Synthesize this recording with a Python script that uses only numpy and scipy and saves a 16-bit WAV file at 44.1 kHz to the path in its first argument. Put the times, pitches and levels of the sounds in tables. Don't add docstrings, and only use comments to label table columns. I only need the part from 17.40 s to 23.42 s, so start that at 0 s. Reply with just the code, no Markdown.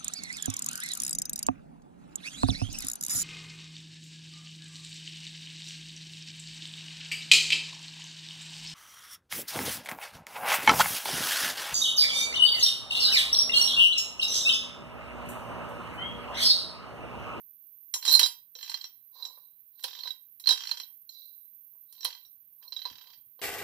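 import sys
import numpy as np
from scipy import signal
from scipy.fft import rfft, irfft, next_fast_len
from scipy.io import wavfile

SR = 44100
rng = np.random.default_rng(int(sys.argv[2]) if len(sys.argv) > 2 else 0)


def dump(signal):
    limited = np.clip(np.atleast_2d(signal).T, -1, 1)
    pcm = np.round(limited * 32767).astype(np.int16)
    wavfile.write(sys.argv[1], SR, pcm)


N = 265305
TIME = np.arange(N) / SR
RING_TIME = np.arange(SR // 3) / SR


def amp(db):
    return 10 ** (np.asarray(db) / 20)


def unit(x):
    return x / np.sqrt(np.mean(x ** 2) + 1e-20)


def read(points, hz):
    f, value = np.transpose(points)
    return np.interp(np.log(hz + 1), np.log(f), value)


def sides(balance_db):
    pair = amp(np.array([np.atleast_1d(balance_db), -np.atleast_1d(balance_db)]) / 2)
    return pair / np.sqrt(np.mean(pair ** 2, 0))


def dying(t60):
    return np.exp(-np.log(1000) * RING_TIME / max(t60, 1e-4))


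ATTACK = (1 - dying(0.0038)) ** 2


def add(mix, s, sound):
    part = mix[..., max(round(s * SR), 0):][..., :sound.shape[-1]]
    part += sound[..., :part.shape[-1]]


def arch(first, middle, last, count):
    u = np.linspace(0, 1, count)
    bend = 2 * (2 * middle - first - last)
    return first + (last - first) * u + bend * u * (1 - u)


def colour(x, points, size=4096):
    hz = abs(np.fft.fftfreq(size, 1 / SR))
    log_gain = np.log(amp(read(points, hz)))
    spectrum = np.exp(np.conj(signal.hilbert(log_gain)))
    taps = np.fft.ifft(spectrum).real[:size // 2]
    return signal.oaconvolve(x, taps[None] / np.linalg.norm(taps), axes=1)[:, :N]


def noise_pair(likeness, size):
    a, b = rng.standard_normal((2, size))
    c = np.clip(likeness, 0, 1)
    return np.array([a, c * a + np.sqrt(1 - c * c) * b])


def bursts(times, levels_db, crack_t60, body_t60, body_db, likeness, rise_t60=0.0062):
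    power = np.zeros(N)
    crack = dying(crack_t60) ** 2
    body = (amp(body_db) * dying(body_t60)) ** 2
    shape = (crack + body) * (1 - dying(rise_t60)) ** 2
    for s, db in zip(times, levels_db):
        add(power, s, amp(db) ** 2 * shape)
    return np.sqrt(power) * noise_pair(likeness, N)


def ringing(modes, times, drive_db, scatter_db, spread):
    out = np.zeros((2, N))
    chance = rng.standard_normal((len(times), len(modes), 2))
    left_phase = spread * rng.standard_normal(len(modes))
    for k, (hz, db, t60, side_db) in enumerate(modes):
        envelope = np.sqrt(2) * amp(db) * dying(t60) * ATTACK
        wave = (envelope * np.exp(2j * np.pi * hz * RING_TIME))[:int(t60 * SR) + 200]
        pair = sides(side_db) * np.exp(1j * left_phase[k] * np.array([[1], [0]])) * wave
        for s, blow_db, (luck, lag) in zip(times, drive_db[:, k], chance[:, k]):
            add(out, s, amp(blow_db + scatter_db * luck) * (pair * np.exp(.5j * lag)).imag)
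    return out


# hz [Hz], side_db [dB]
PLATE_SIDE = [(500, -2.5), (1050, -7), (1750, 7), (2400, 0), (3100, -6), (3750, -20), (4700, -10.5),
              (6500, -8.5), (8500, -4), (11000, -3.5), (13000, -17.5)]


def at_microphones(x, lag_s=0.0002):
    size = next_fast_len(N + len(RING_TIME))
    hz = np.fft.rfftfreq(size, 1 / SR)
    delay = np.exp(-2j * np.pi * hz * np.array([[lag_s], [0]]))
    return irfft(rfft(x, size) * sides(read(PLATE_SIDE, hz)) * delay, size)[:, :N]


# hz [Hz], level_db [dB]
KNOCK_COLOUR = [(60, -58), (300, -30.5), (500, -16), (660, -17.5), (950, -6.5), (1180, -7.5), (1550, -1),
                (2300, -3.5), (3150, 9), (3550, 7.5), (4700, 9.5), (6200, 1.5), (8500, -18), (16000, -30.5)]
# pitch_hz [Hz], level_db [dB], t60_s [s], side_db [dB]
PLATE_MODES = [(958.7, -7, 0.098, -10), (1160, -6, 0.035, -8.5), (1367, -8.5, 0.022, -1),
               (1526, -2.5, 0.022, -2), (1750, -6, 0.038, 5), (1976, -3.5, 0.034, 0.5),
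               (2358, -8.5, 0.034, 3), (2622, -6, 0.04, -15), (2726, -6.5, 0.048, 0), (3085, 3, 0.025, -6),
               (3200, -5, 0.088, -10), (3206, 0, 0.11, -7), (4620, -3, 0.05, -7.5),
               (5525, -10.5, .11, -3.5)]


def knocks(blows):
    s, db = blows[:, 0], blows[:, 1]
    crack = bursts(s, db, crack_t60=0.0047, body_t60=0.058, body_db=-3, likeness=.4)
    crack = at_microphones(colour(crack, KNOCK_COLOUR))
    drive_db = db[:, None] + np.zeros(len(PLATE_MODES))
    ring = ringing(PLATE_MODES, s, drive_db, scatter_db=3, spread=1.64)
    return amp(-0.5) * crack + amp(-13.0) * ring


def pings(blows, t60=0.034, harder=0.51, rise_t60=0.0075, side_db=-16,
          low_hz=3875, high_hz=4180, after_db=-13, after_t60=0.11):
    out = np.zeros(N)
    low_wave = np.sin(2 * np.pi * low_hz * RING_TIME)
    high_wave = np.sin(2 * np.pi * high_hz * RING_TIME)
    rise = (1 - dying(rise_t60)) ** 2
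    for s, _, db, hz in blows:
        strike = dying(t60) * np.sin(2 * np.pi * hz * RING_TIME)
        high = np.clip((hz - low_hz) / (high_hz - low_hz), .15, .85)
        pair = (1 - high) * low_wave + high * high_wave
        beat = amp(after_db + harder * max(db + 32, 0)) * dying(after_t60) * pair
        add(out, s, np.sqrt(2) * amp(db) * (strike + beat) * rise)
    return amp(-0.5) * out * sides(side_db)


# pitch_hz [Hz], level_db [dB], t60_s [s], side_db [dB]
WHEEL_MODES = [(5597, -6, .14, -1), (5648, -3, .15, -3), (6622, -10, .17, -2), (7299, -10, .1, -4),
               (7351, -4, .13, -8), (7546, -9, .12, -6), (8349, -12, .13, 0), (10222, -9, .15, -4),
               (10553, -6, .17, -5), (13019, -7, .14, -12), (13578, -4, .1, -6), (14420, -11, .1, -18)]


def wheels(blows):
    s, _, _, _, ring_db, tilt_db = blows.T
    hz = np.array(WHEEL_MODES)[:, 0]
    drive_db = ring_db[:, None] + tilt_db[:, None] * np.log2(hz / hz[0])
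    return ringing(WHEEL_MODES, s, drive_db, scatter_db=3, spread=1.6)


# start_s [s], thud_db [dB], boom_db [dB]
LOAD_THUDS = [(0.561, -43.5, -62), (.752, -41, -53), (.812, -32.5, -50), (1.158, -64, -52.5),
              (1.973, -51.5, -62), (2.442, -36, -52), (2.655, -40, -60), (3.089, -42, -57),
              (3.107, -32, -50), (4.349, -67, -94.5), (4.648, -33, -51.5), (5.451, -35, -59),
              (5.991, -51.5, -53.5)]
# start_s [s], level_db [dB]
EDGE_SNAPS = [(0.538, -25), (.75, -19), (2.437, -24), (2.998, -39), (4.525, -39), (4.646, -18)]
# pitch_hz [Hz], level_db [dB], t60_s [s], side_db [dB]
PING_OVERTONES = [(4889, 0, .14, -5), (5459, -3, .11, -10)]
# pitch_hz [Hz], level_db [dB], t60_s [s], side_db [dB]
CASE_BOOM = [(495, -1.5, 0.059, -4.5)]
# hz [Hz], level_db [dB]
CASE_COLOUR = [(60, -59), (250, -34.5), (400, -21), (490, -1.5), (620, -15), (720, -11), (800, 1.5),
               (890, -5.5), (970, 10), (1120, -1), (1350, -18.5), (1750, -17), (3000, -30.5), (8000, -52)]
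# hz [Hz], level_db [dB]
SNAP_COLOUR = [(1000, -29), (4500, -3.5), (7000, -4.5), (9000, 0), (11000, 5.5), (13000, 5.5),
               (15800, -8.5)]
THUD_UNDER_DB = -17
SNAP_FROM_DB, SNAP_GROWTH = -24, 1.7
OVERTONE_FROM_DB, OVERTONE_GROWTH = -12, 1.4


def clinks(strong):
    s, knock_db, ping_db = strong.T[:3]
    loads = np.array(LOAD_THUDS)
    clink_thuds = np.column_stack([s, knock_db + THUD_UNDER_DB])
    thuds = np.vstack([clink_thuds, loads[:, :2]])
    clink_snap_db = SNAP_FROM_DB + SNAP_GROWTH * (knock_db - SNAP_FROM_DB)
    snaps = np.vstack([np.column_stack([s, clink_snap_db]), EDGE_SNAPS])
    overtone_db = OVERTONE_FROM_DB + OVERTONE_GROWTH * (ping_db - OVERTONE_FROM_DB)
    drive_db = overtone_db[:, None] + np.zeros(len(PING_OVERTONES))
    overtones = ringing(PING_OVERTONES, s, drive_db, scatter_db=3, spread=1.6)
    boom = ringing(CASE_BOOM, loads[:, 0], loads[:, 2:], scatter_db=1, spread=.3)
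    thud = bursts(*thuds.T, crack_t60=0.035, body_t60=0.069, body_db=-3.5, likeness=0.75, rise_t60=.005)
    thud = colour(thud, CASE_COLOUR) * sides(-4)
    snap = bursts(*snaps.T, crack_t60=.012, body_t60=0.046, body_db=-2.5, likeness=0.93)
    snap = at_microphones(colour(snap, SNAP_COLOUR))
    return amp(-23) * overtones + amp(-3.0) * thud + amp(-3.0) * boom + amp(-4.5) * snap


# start_s [s], teeth [count],
# gap_start_s, gap_mid_s, gap_end_s [s between teeth]
TOOTH_RUNS = [(1.187, 11, .0221, .0171, .038), (2.4803, 9, .0274, .0189, .0343),
              (3.1405, 13, .0178, .0161, .0301), (4.525, 4, .025, .028, .029),
              (4.6758, 6, .0278, .0226, .0366), (5.3627, 14, .0275, .0277, .0317)]
# [dB, wheel ring over knock]
TOOTH_FORCE = [(-46, -38.5, -41.5, 5.5, -4, 4170, -11.5), (-40.5, -46.5, -43, 3.5, 1, 3600, -12.5),
               (-39, -35.5, -40, -6, -7, 4120, -11.5), (-54, -59.5, -52, 5, 2, 4230, -8.5),
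               (-41.5, -46.5, -58, 3, 2.5, 4160, -14), (-46, -44, -51.5, 13, -9, 3950, -22.5)]
TOOTH_SCATTER_DB, TOOTH_PING_SCATTER_DB, TOOTH_SCATTER_HZ = 2.5, 3, 60
TOOTH_TILT_DB = -13.5


def teeth():
    rows = []
    for (start, count, *gaps), force in zip(TOOTH_RUNS, TOOTH_FORCE):
        first, middle, last, ping_first, ping_last, hz, ring_db = force
        s = start + np.append(0, np.cumsum(arch(*gaps, count=count - 1)))
        luck, spot, detune = rng.standard_normal((count, 3)).T
        knock_db = arch(first, middle, last, count=count) + TOOTH_SCATTER_DB * luck
        ping_db = knock_db + np.linspace(ping_first, ping_last, count) + TOOTH_PING_SCATTER_DB * spot
        ping_hz = hz + TOOTH_SCATTER_HZ * detune
        tilt_db = np.full(count, TOOTH_TILT_DB)
        rows.append(np.column_stack([s, knock_db, ping_db, ping_hz, knock_db + ring_db, tilt_db]))
    return np.vstack(rows)


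SLIDE_FALL_DB, SLIDE_FALL_BEND = 32, 1.3


def slide(start, fullest, end):
    swell = np.sin(np.pi / 2 * np.clip((TIME - start) / (fullest - start), 0, 1)) ** 2
    fall = np.clip((TIME - fullest) / (end - fullest), 0, 2) ** SLIDE_FALL_BEND
    return swell * amp(-SLIDE_FALL_DB * fall)


# [dB, on the case]
WHEEL_SLIDES = [(.6, .73, .88, -24, -46), (1.14, 1.27, 1.55, -45.5, -87), (1.708, 1.82, 2.1, -47, -58),
                (2.3, 2.665, 2.73, -45, -65), (3.68, 3.74, 4.03, -50, -88), (4.443, 4.698, 4.9, -51.5, -73),
                (5.19, 5.256, 5.33, -61, -66.5), (5.45, 5.7, 5.8, -58.5, -67)]
# pitch_hz [Hz], level_db [dB], t60_s [s]
RIM_TONES = [(3280, -14, .1), (3900, -2, .2), (4030, 0, .22), (4230, -4, .12), (4950, -7, .12),
             (5600, -6, .15)]
# hz [Hz], level_db [dB]
RASP_COLOUR = [(300, -55), (1500, -31), (2900, -24.5), (3600, -12.5), (3900, 15.5), (4200, 4.5),
               (4450, -2.5), (4750, -1.5), (5400, -14.5), (6700, -14), (8500, -31), (16000, -44)]


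def rubbing():
    slips_per_s, uneven_db, slip_t60, smooth = 320, 2.5, .012, .6
    slips = (rng.random(N) < slips_per_s / SR) * amp(uneven_db * np.minimum(rng.exponential(1, N), 3))
    slip_power = signal.oaconvolve(slips ** 2, dying(slip_t60) ** 2)[:N]
    grain = unit(smooth + unit(np.sqrt(abs(slip_power))))
    pressure = sum(amp([[rasp_db], [drag_db]]) * slide(*times) for *times, rasp_db, drag_db in WHEEL_SLIDES)
    on_rims, on_case = grain * pressure
    scrape = on_rims * noise_pair(0.4, N)
    rim = sum(amp(db) * dying(t60) * np.sin(2 * np.pi * hz * RING_TIME) for hz, db, t60 in RIM_TONES)
    rim = rim * (1 - dying(.008)) ** 2
    sing = signal.oaconvolve(scrape, rim[None] / np.linalg.norm(rim), axes=1)[:, :N]
    drag = colour(on_case * noise_pair(0.63, N), CASE_COLOUR) * sides(-7.5)
    rasp = colour(scrape, RASP_COLOUR)
    return at_microphones(amp(-4) * rasp + amp(-7) * sing) + amp(-2.0) * drag


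def room(x, gap_s=0.0016):
    hz, t, z = signal.stft(rng.standard_normal((2, len(RING_TIME))), SR, nperseg=256)
    t60 = read([(900, .26), (4000, .24), (9000, .17)], hz)[:, None]
    tail = signal.istft(z * np.exp(-np.log(1000) * t / t60), SR, nperseg=256)[1][:, :len(RING_TIME)]
    tail = tail * np.clip(RING_TIME / gap_s - 1, 0, 1)
    return signal.oaconvolve(x, tail / np.linalg.norm(tail[0]), axes=1)[:, :N]


# start_s [s], level_db [dB]
DOOR_BUMPS = [(.748, -56), (.795, -63.5), (5.507, -53.5), (5.54, -64), (5.779, -68.5), (5.862, -71.5)]
# hz [Hz], level_db [dB]
DOOR_COLOUR = [(20, -25), (45, -11.5), (80, 0), (150, 1), (260, -5.5), (450, -17), (900, -25.5)]
RUMBLE_DB = -85.5


def door():
    s, db = np.transpose(DOOR_BUMPS)
    bumps = bursts(s, db, crack_t60=0.075, body_t60=.25, body_db=-10.5, likeness=0.96, rise_t60=0.0091)
    rumble = amp(RUMBLE_DB) * noise_pair(0.16, N)
    return colour(bumps * sides(-11.0) + rumble, DOOR_COLOUR)


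# hz [Hz], level_db [dB]
HISS_COLOUR = [(100, 2.5), (1000, 0.5), (3500, 0.5), (6000, -6), (8000, -3), (10000, 8), (11500, 9),
               (13000, 11.5), (15700, 13), (16000, -6.5)]


def steady_hiss(hiss_db=-73):
    return amp(hiss_db) * colour(rng.standard_normal((2, N)), HISS_COLOUR)


# pitch_hz [Hz], width_hz [Hz], level_db [dB]
HIGH_BANDS = [(11550, 25, -10), (12017, 36, -1), (12055, 70, 2), (12260, 50, -12.5), (13000, 110, -5),
              (12700, 60, -1.5), (13440, 120, -12), (13900, 53, -20), (14600, 88, -2), (14800, 50, -4.5),
              (15200, 55, -10.5), (15200, 46, -5.5)]
# start_s [s], level_db [dB]
HIGH_BAND_STRENGTH = [(0, -57), (.5, -56.5), (.74, -46), (.99, -58), (3.64, -57), (3.99, -52.5),
                      (4.25, -57.5), (6.02, -59.5)]


def high_band(side_db=-30, waver_db=1.3):
    hz = np.fft.rfftfreq(N, 1 / SR)
    bands = sum(amp(db) ** 2 / abs(width) / (1 + ((hz - f) / width) ** 2) ** 2 for f, width, db in HIGH_BANDS)
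    noise = unit(irfft(rfft(rng.standard_normal(N)) * np.sqrt(bands), N))
    rates_hz = np.geomspace(1, 14, 20)
    waver = unit(sum(np.sin(2 * np.pi * (f * TIME + rng.random())) / np.sqrt(f) for f in rates_hz))
    level_db = np.interp(TIME, *np.transpose(HIGH_BAND_STRENGTH)) + waver_db * waver
    return amp(3.5) * amp(level_db) * noise * sides(side_db)


# [dB per octave, brightness of the ring]
STRONG_CONTACTS = [(.539, -29.5, -21.5, 4054, -23, -12), (.625, -37, -32, 4190, -48.5, -9),
                   (.651, -28, -24.5, 4200, -34.5, -2.5), (.662, -32, -30.5, 4250, -33.5, -18),
                   (.678, -26, -13, 3980, -26, -14.5), (.693, -27, -17.5, 3955, -32, -5),
                   (.712, -32.5, -15, 4280, -35, 8), (.724, -28.5, -16.5, 4190, -34.5, 10.5),
                   (.737, -27, -9, 4177, -37.5, 10), (.75, -27, -6.5, 4143, -26, -0.5),
                   (.793, -16, -14, 4180, -24.5, -10), (.812, -24, -19, 3840, -29, -9),
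                   (.83, -22.5, -9.5, 3964, -29.5, -7.5), (.859, -27, -16, 4020, -36, 0.5),
                   (1.152, -46, -34, 4004, -41, -40), (1.226, -58, -41, 4170, -40, -24),
                   (1.296, -42, -25.5, 4240, -43, -5.5), (1.341, -35, -23, 4177, -65, -10),
                   (1.411, -47.5, -31, 4216, -53, -10), (1.441, -39, -29, 4106, -38, -40),
                   (1.825, -54, -25, 3997, -61, -8), (1.851, -45, -26.5, 3918, -41, -19.5),
                   (2.393, -54, -53.5, 3830, -61, -5), (2.426, -52, -44, 4090, -54.5, -9),
                   (2.44, -25.5, -21.5, 4085, -44.5, -10), (2.606, -57, -30.5, 4240, -57, -14.5),
                   (2.634, -40, -27, 4230, -61, -13), (2.657, -48, -26, 3980, -64, -7),
                   (2.673, -36.5, -24, 4010, -60, -15), (2.705, -43.5, -25, 3883, -54.5, -8),
                   (2.998, -53, -41.5, 4010, -59.5, 10.5), (3.039, -49, -31, 3980, -61, -16),
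                   (3.058, -39, -25.5, 4310, -59, -10), (3.071, -26, -12.5, 4180, -37.5, -14),
                   (3.089, -22, -10, 4074, -28, -18), (3.107, -26.5, -13.5, 3874, -27, -19),
                   (3.124, -28, -20, 3950, -45, 3.5), (3.271, -40, -25, 4240, -45, -14),
                   (3.312, -29.5, -19, 4195, -55, -19), (3.372, -38, -32, 4080, -48, -20),
                   (3.399, -34.5, -29.5, 4140, -42.5, -20), (3.433, -68, -32, 4025, -83.5, -15),
                   (3.692, -59, -34, 4150, -52.5, -13), (4.607, -53, -39, 4300, -43, -36),
                   (4.63, -43.5, -31, 3990, -42, -35), (4.649, -25, -17.5, 4080, -40, -38),
                   (4.85, -64, -45, 3924, -59.5, -38), (5.226, -51, -60.5, 4250, -71, -24),
                   (5.279, -67, -38, 4210, -63, -24), (5.322, -41.5, -25, 4070, -51.5, -26),
                   (5.364, -44, -25.5, 3867, -52, -22), (5.453, -38, -21, 4056, -74, -15),
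                   (5.991, -57, -57, 4110, -89, -14.5)]


def scene():
    strong = np.array(STRONG_CONTACTS, float)
    blows = np.vstack([strong, teeth()])
    struck = knocks(blows) + wheels(blows) + clinks(strong) + rubbing()
    ping = pings(blows[:, :4])
    reflections = room(amp(-7.5) * struck + amp(-16.5) * ping)
    return struck + ping + reflections + door() + steady_hiss() + high_band()


EDGE_HZ = 15900


def record(dry):
    held = dry / (1 + (dry / .88) ** 6) ** (1 / 6)
    low_pass = signal.firwin(511, EDGE_HZ, window=("kaiser", 9), fs=SR)
    return signal.oaconvolve(held, low_pass[None], "same", axes=1)


dry = scene()
out = record(dry)
dump(out)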